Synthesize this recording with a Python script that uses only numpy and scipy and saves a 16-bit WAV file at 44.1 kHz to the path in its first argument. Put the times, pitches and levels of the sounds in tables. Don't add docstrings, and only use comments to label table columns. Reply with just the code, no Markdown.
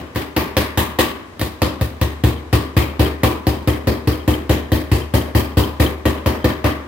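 import sys
import numpy as np
from scipy import signal
from scipy.io import wavfile

SR = 44100
rng = np.random.default_rng(int(sys.argv[2]) if len(sys.argv) > 2 else 0)


def digitize_waveform(pressure):
    field = np.atleast_2d(pressure).T
    bounded = np.clip(field, -1, 1)
    quanta = np.round(bounded * 32767).astype(np.int16)
    wavfile.write(sys.argv[1], SR, quanta)


N = 302967
RUN_IN = 4410
LENGTH = N + RUN_IN

# (time [s], strength [dB], share through the bench [dB], share into the loose flap [dB])
BLOWS = [(-0.091, -6, 3, 1), (0.148, -27, 9, -15), (0.158, -7.5, -0.5, 2), (0.364, -3, -1.5, 4),
         (0.567, -4, 1.5, 9.5), (0.774, -5.5, 3.5, 2.5), (0.987, -1.5, -7.5, 5), (1.394, -19.5, 6, 3),
         (1.413, -10, 5.5, 2), (1.618, -2, 1, 8), (1.811, -12.5, 13, 3.5), (2.013, -6.5, 7.5, 1),
         (2.237, -3, 9, -8), (2.528, -1.5, 6, -5), (2.766, -2, 7, -11), (2.994, -0.5, 4.5, 2),
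         (3.233, -1, 3.5, 4.5), (3.468, -3.5, 4.5, -2.5), (3.674, -4, 6, 0), (3.871, -2.5, 4, 3),
         (4.073, -3, 4.5, -13), (4.277, -1.5, 3, -2), (4.494, -0.5, 3.5, 2), (4.718, -2.5, 5, 4),
         (4.915, -3, 8, -14), (5.138, -2.5, 7, 4.5), (5.349, -1, 4.5, -1.5), (5.57, 0, 5.5, 2),
         (5.798, 0.5, 3, 3), (6.054, -2, 2.5, 4.5), (6.26, -2.5, 3, 8.5), (6.443, -1.5, 3, 4.5),
         (6.642, -1.5, 2.5, 5.5)]
# (time [s], sheet share [dB], sizzle share [dB], crack level [dB])
SEAM = [(-0.1, -17.5, -21, -29), (0.57, -10, -12.5, -24.5), (0.99, -9.5, -8.5, -34),
        (1.42, -15.5, -16, -22), (2.02, -15.5, -17.5, -23), (2.53, -15.5, -14, -30.5), (3.0, -15, -15, -35),
        (3.24, -13, -14.5, -25), (3.5, -17, -18, -26), (4.1, -18, -18.5, -29.5), (5.1, -16.5, -14.5, -32),
        (5.599, -15, -13, -50), (6.2, -15.5, -19.5, -24.5), (6.701, -13.5, -20, -32)]
# (frequency [Hz], level [dB], T60 [s], first swing [1], side share [1])
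BENCH_MODES = [(62.4, -13, 0.17, -1, .04), (74.24, -15.5, 0.64, 0.99, 0.099), (80.2, -13.5, 0.24, 1, 0.03),
               (99, -6, 0.18, 0.84, 0.078), (102.25, -12.5, 0.18, -1.35, 0.021),
               (117.9, -10, 0.22, -0.92, 0.084), (136.4, -22, 0.52, -0.52, 0.29),
               (165.6, -18, 0.21, -0.54, 0.076)]
# (frequency [Hz], level [dB], T60 [s], first swing [1], side share [1])
DUCT_MODES = [(193.7, -30, 0.25, -1.4, 0.14), (233, -18.5, 0.099, 0.019, 0.3),
              (233.4, -27, 0.49, -1.55, 0.31), (265.4, -26.5, 0.7, 0.86, 0.26),
              (304.5, -15, 0.39, 0.94, 0.088), (318, -19, 0.27, 0.95, 0.11), (346.8, -18, 0.29, -0.73, .45),
              (358.4, -23.5, 0.41, 0.97, 0.69), (394, -27, 0.6, -1.11, 0.43)]
# (frequency [Hz], level [dB], T60 [s], first swing [1], side share [1])
FLAP_MODES = [(448, -42, 0.45, 0.91, .4), (503.6, -11, 0.11, 0.69, -0.14), (523, -27, 0.68, 0.38, .1),
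              (528.1, -10.5, 0.1, -0.73, 0.069), (551, -31.5, 0.29, -0.97, -1.8),
              (582, -37, 0.52, -0.78, -.4), (622.5, -30, 0.68, 0.77, -0.016)]
# (frequency [Hz], level [dB], T60 [s])
SHEET_MODES = [(758, -4.5, 0.29), (796, -20, 0.1), (886, -11, 0.49), (932, -18.5, 0.52),
               (1011, -12.5, 0.91), (1083, -16, 1), (1124, -9, 0.6), (1185, -13, 0.75), (1497, -13.5, 0.3),
               (1788, -6.5, 0.26), (1876, -5.5, 0.21), (1943, -14.5, 0.25), (2037, -13, 0.092),
               (2360, -14, 0.3), (2570, -11.5, 0.25), (2830, -13.5, .15), (3170, -11, 0.23),
               (3900, -14.5, 0.044), (4770, -23, 0.085)]
# (frequency [Hz], level per Hz [dB], T60 [s], build-up [s])
SHIMMER = [(30, -23, 0.94, 0.022), (120, -4.5, 0.3, 0.0086), (287, -3, 0.59, 0.017),
           (594, -6, 0.54, 0.0027), (740, -10.5, 0.58, 0.002), (1045, -7, 0.63, 0.0022),
           (1494, -19, 0.65, 0.0016), (1873, -9, 0.6, 0.0013), (2130, -14.5, 0.54, 0.0093),
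           (2920, -14.5, 0.47, 0.0032), (4780, -17, 0.37, 0.0044), (6070, -25, 0.29, 0.012),
           (9330, -25, 0.33, 0.0081), (15100, -21, 0.31, 0.011), (16000, -22, .3, .015)]
# (frequency [Hz], level per Hz [dB])
HUSH = [(30, -20), (75, 2.5), (130, -9), (270, -4.5), (1500, -16.5), (4000, -27), (16000, -44)]
# (frequency [Hz], correlation [1])
LIKENESS = [(60, 0.9), (180, 0.91), (550, 0.31), (1650, -0.077), (4970, -0.033), (15000, -0.0072)]
# (frequency [Hz], left minus right [dB])
LEAN = [(60, 1.5), (130, 3.5), (290, 1), (640, 1.5), (1410, 2.5), (3100, 5.5), (6820, -5.5), (15000, -4.0)]
# (time [s], level [dB])
TICKS = [(2.7814, -30), (2.826, -25), (3.0565, -20), (3.6995, -22), (3.733, -24), (4.132, -26),
         (4.2298, -41), (4.2868, -27), (4.3044, -29), (4.3385, -18.5), (4.6079, -36), (4.6573, -36),
         (4.729, -21), (4.774, -29), (5.0194, -28), (5.1644, -24), (5.213, -27), (5.38, -22), (5.4071, -26),
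         (5.5184, -36), (5.5822, -23), (5.5994, -26), (5.637, -18), (5.863, -18), (6.0636, -24),
         (6.0831, -26), (6.2896, -25), (6.4292, -35), (6.5041, -27)]
# (frequency [Hz], level [dB], T60 [s], first swing [1], side share [1])
TICK_MODES = [(3117, -0.5, 0.038, 1, 0.44), (3220, -4, 0.039, 0.97, 0.23)]

DUCT_DB, SHEET_DB, SHIMMER_DB, HUSH_DB = 3.5, -10.5, -32, -66.5
SHEET_SOFT, SIZZLE_SOFT = 0.26, 0.51
PAIR_SPLIT = 0.02003
PAIR_LEAN_DB = 8.5
WALL_SHARE_DB = -12
BAND_SCATTER_DB = 1.62
SHIMMER_DELAY_S, CRACK_T60_S, CRACK_LEFT_LAG = 0.00058, 0.037, 3
CLATTER_DB, CLATTER_HZ = 1.25, 68.5
LOOSE_FROM_S, CHATTER_FIRST_S, CHATTER_LAST_S = 2.1, 0.065, 0.16
CHATTER_DB, CHATTER_LOSS_DB_PER_S = -27.5, 90
TICK_SCATTER_DB = 1.5
MIC_LOW_HZ, MIC_PEAK_HZ, MIC_PEAK_WIDTH_HZ, MIC_PEAK_DB = 44, 15700, 520, -5
CUTOFF_HZ = 16900


def from_db(db):
    return 10 ** (np.asarray(db) / 20)


def at_hz(points, hz):
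    freqs, *columns = np.transpose(points)
    return [np.interp(np.log(hz), np.log(freqs), column) for column in columns]


def clicks(times, sizes):
    out = np.full(LENGTH, 1e-18)
    np.add.at(out, np.round(times * SR).astype(int) + RUN_IN, sizes)
    return out


def ring(x, hz, t60):
    decay = from_db(-60 / (t60 * SR))
    angle = 2 * np.pi * hz / SR
    return signal.lfilter([0, np.sin(angle)], [1, -2 * decay * np.cos(angle), decay * decay], x)


def fade(x, t60, rise_s):
    decay = from_db(-60 / (t60 * SR))
    lag = np.exp(-1 / (max(rise_s, 1e-4) * SR))
    decaying = signal.lfilter([1], [1, -decay], x)
    return signal.lfilter([1 - lag], [1, -lag], decaying)


def lean(hz, extra_db):
    difference_db = at_hz(LEAN, hz)[0] + extra_db
    return from_db([[difference_db / 2], [-difference_db / 2]])


def struck(modes, times, blow_db, scatter_db):
    out = np.zeros((2, LENGTH))
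    scatter = rng.normal(0, 1, (len(times), len(modes)))
    for k, (hz, db, t60, swing, side) in enumerate(modes):
        sizes = swing * from_db(blow_db + db + scatter_db * scatter[:, k])
        sound = ring(clicks(times, sizes), hz, t60)
        out += [(1 + side) * sound, (1 - side) * sound]
    return out


def bench(times, blow_db):
    return struck(BENCH_MODES, times, blow_db, scatter_db=1.0)


def duct_walls(times, strength_db):
    return struck(DUCT_MODES, times, strength_db + DUCT_DB, scatter_db=1.5)


def loose_flap(times, blow_db):
    return struck(FLAP_MODES, times, blow_db, scatter_db=2.5)


def thin_sheet(times, blow_db, scatter_db):
    out = np.zeros((2, LENGTH))
    scatter = rng.normal(0, 1, (len(times), len(SHEET_MODES), 2, 2))
    for k, (hz, db, t60) in enumerate(SHEET_MODES):
        for half, split in enumerate((-1, 1)):
            size, swing = scatter[:, k, half].T
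            sizes = np.sign(swing) * from_db(blow_db + db + scatter_db * size)
            sound = ring(clicks(times, sizes), hz * (1 + split * PAIR_SPLIT / 2), t60)
            out += lean(hz, split * PAIR_LEAN_DB) * sound
    return out


def clatter(corner_hz):
    pole = np.exp(-2 * np.pi * corner_hz / SR)
    x = signal.lfilter([1], [1, -2 * pole, pole * pole], rng.standard_normal(LENGTH))
    return x / x.std()


def shimmer_and_hush(times, strength_db, sheet_db, sizzle_db, crack_db):
    out = np.zeros((2, LENGTH))
    edges = 25 * 2 ** np.r_[0:2:.5, 2:9.5:1 / 3]
    white = rng.standard_normal((2, 2, LENGTH))
    colour = rng.normal(0, 1, (len(times), len(edges)))
    flicker = from_db(2 * CLATTER_DB * clatter(CLATTER_HZ))
    for k, (low, high) in enumerate(zip(edges, edges[1:])):
        hz = np.sqrt(low * high)
        band = signal.butter(2, [low, high], "band", fs=SR, output="sos")
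        mid, side = signal.sosfilt(band, white[k % 2])
        alike = np.clip(at_hz(LIKENESS, hz)[0], -1, 1)
        level_db, t60, rise_s = at_hz(SHIMMER, hz)
        walls, sheet, sizzle = [np.interp(np.log(hz), np.log([500, 1500, 9000]), w) for w in np.eye(3)]
        share_db = WALL_SHARE_DB * walls + sheet * sheet_db + sizzle * sizzle_db
        blow_db = strength_db + share_db + level_db + BAND_SCATTER_DB * colour[:, k]
        wash = fade(clicks(times, from_db(2 * (blow_db + SHIMMER_DB))), t60 / 2, rise_s)
        crack = fade(clicks(times, from_db(2 * (blow_db + crack_db))), CRACK_T60_S / 2, 0)
        hush = from_db(2 * (HUSH_DB + at_hz(HUSH, hz)[0]))
        noise = np.sqrt(1 + alike) * mid + np.sqrt(1 - alike) * side * [[1], [-1]]
        diffuse = np.sqrt(wash * flicker + hush) * noise
        crack_noise = np.sqrt(crack) * mid
        direct = [np.roll(crack_noise, CRACK_LEFT_LAG), crack_noise]
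        out += np.sqrt(SR) * lean(hz, 0) * (diffuse + direct)
    return out


def ticks(blow_times):
    listed_times, listed_db = np.transpose(TICKS)
    shaken = blow_times[blow_times > LOOSE_FROM_S]
    wait = rng.uniform(CHATTER_FIRST_S, CHATTER_LAST_S, (len(shaken), 3))
    chatter_times = (shaken[:, None] + wait).ravel()
    chatter_db = CHATTER_DB - CHATTER_LOSS_DB_PER_S * wait.ravel()
    times = np.r_[listed_times, chatter_times]
    level_db = np.r_[listed_db, chatter_db]
    soft = signal.butter(2, [2950, 3400], "band", fs=SR, output="sos")
    return signal.sosfilt(soft, struck(TICK_MODES, times, level_db, scatter_db=TICK_SCATTER_DB))


def scene():
    times, strength_db, bench_db, flap_db = np.transpose(BLOWS)
    seam_times, *brightness = np.transpose(SEAM)
    sheet_db, sizzle_db, crack_db = [np.interp(times, seam_times, c) for c in brightness]
    sheet_db = sheet_db - SHEET_SOFT * strength_db
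    sizzle_db = sizzle_db - SIZZLE_SOFT * strength_db
    out = bench(times, strength_db + bench_db)
    out += duct_walls(times, strength_db)
    out += loose_flap(times, strength_db + flap_db)
    out += thin_sheet(times, strength_db + sheet_db + SHEET_DB, scatter_db=3.5)
    out += shimmer_and_hush(times + SHIMMER_DELAY_S, strength_db, sheet_db, sizzle_db, crack_db)
    out += ticks(times)
    return out[:, RUN_IN:]


def record(dry):
    bass_cut = signal.butter(2, MIC_LOW_HZ, "high", fs=SR, output="sos")
    x = signal.sosfilt(bass_cut, dry)
    peak = signal.iirpeak(MIC_PEAK_HZ, MIC_PEAK_HZ / MIC_PEAK_WIDTH_HZ, fs=SR)
    x = x + from_db(MIC_PEAK_DB) * signal.lfilter(*peak, x)
    rounded = 1.148 * np.tanh(x / 1.467)
    top_cut = signal.cheby2(12, 70, CUTOFF_HZ, fs=SR, output="sos")
    return signal.sosfilt(top_cut, rounded)


dry = scene()
out = record(dry)
digitize_waveform(out)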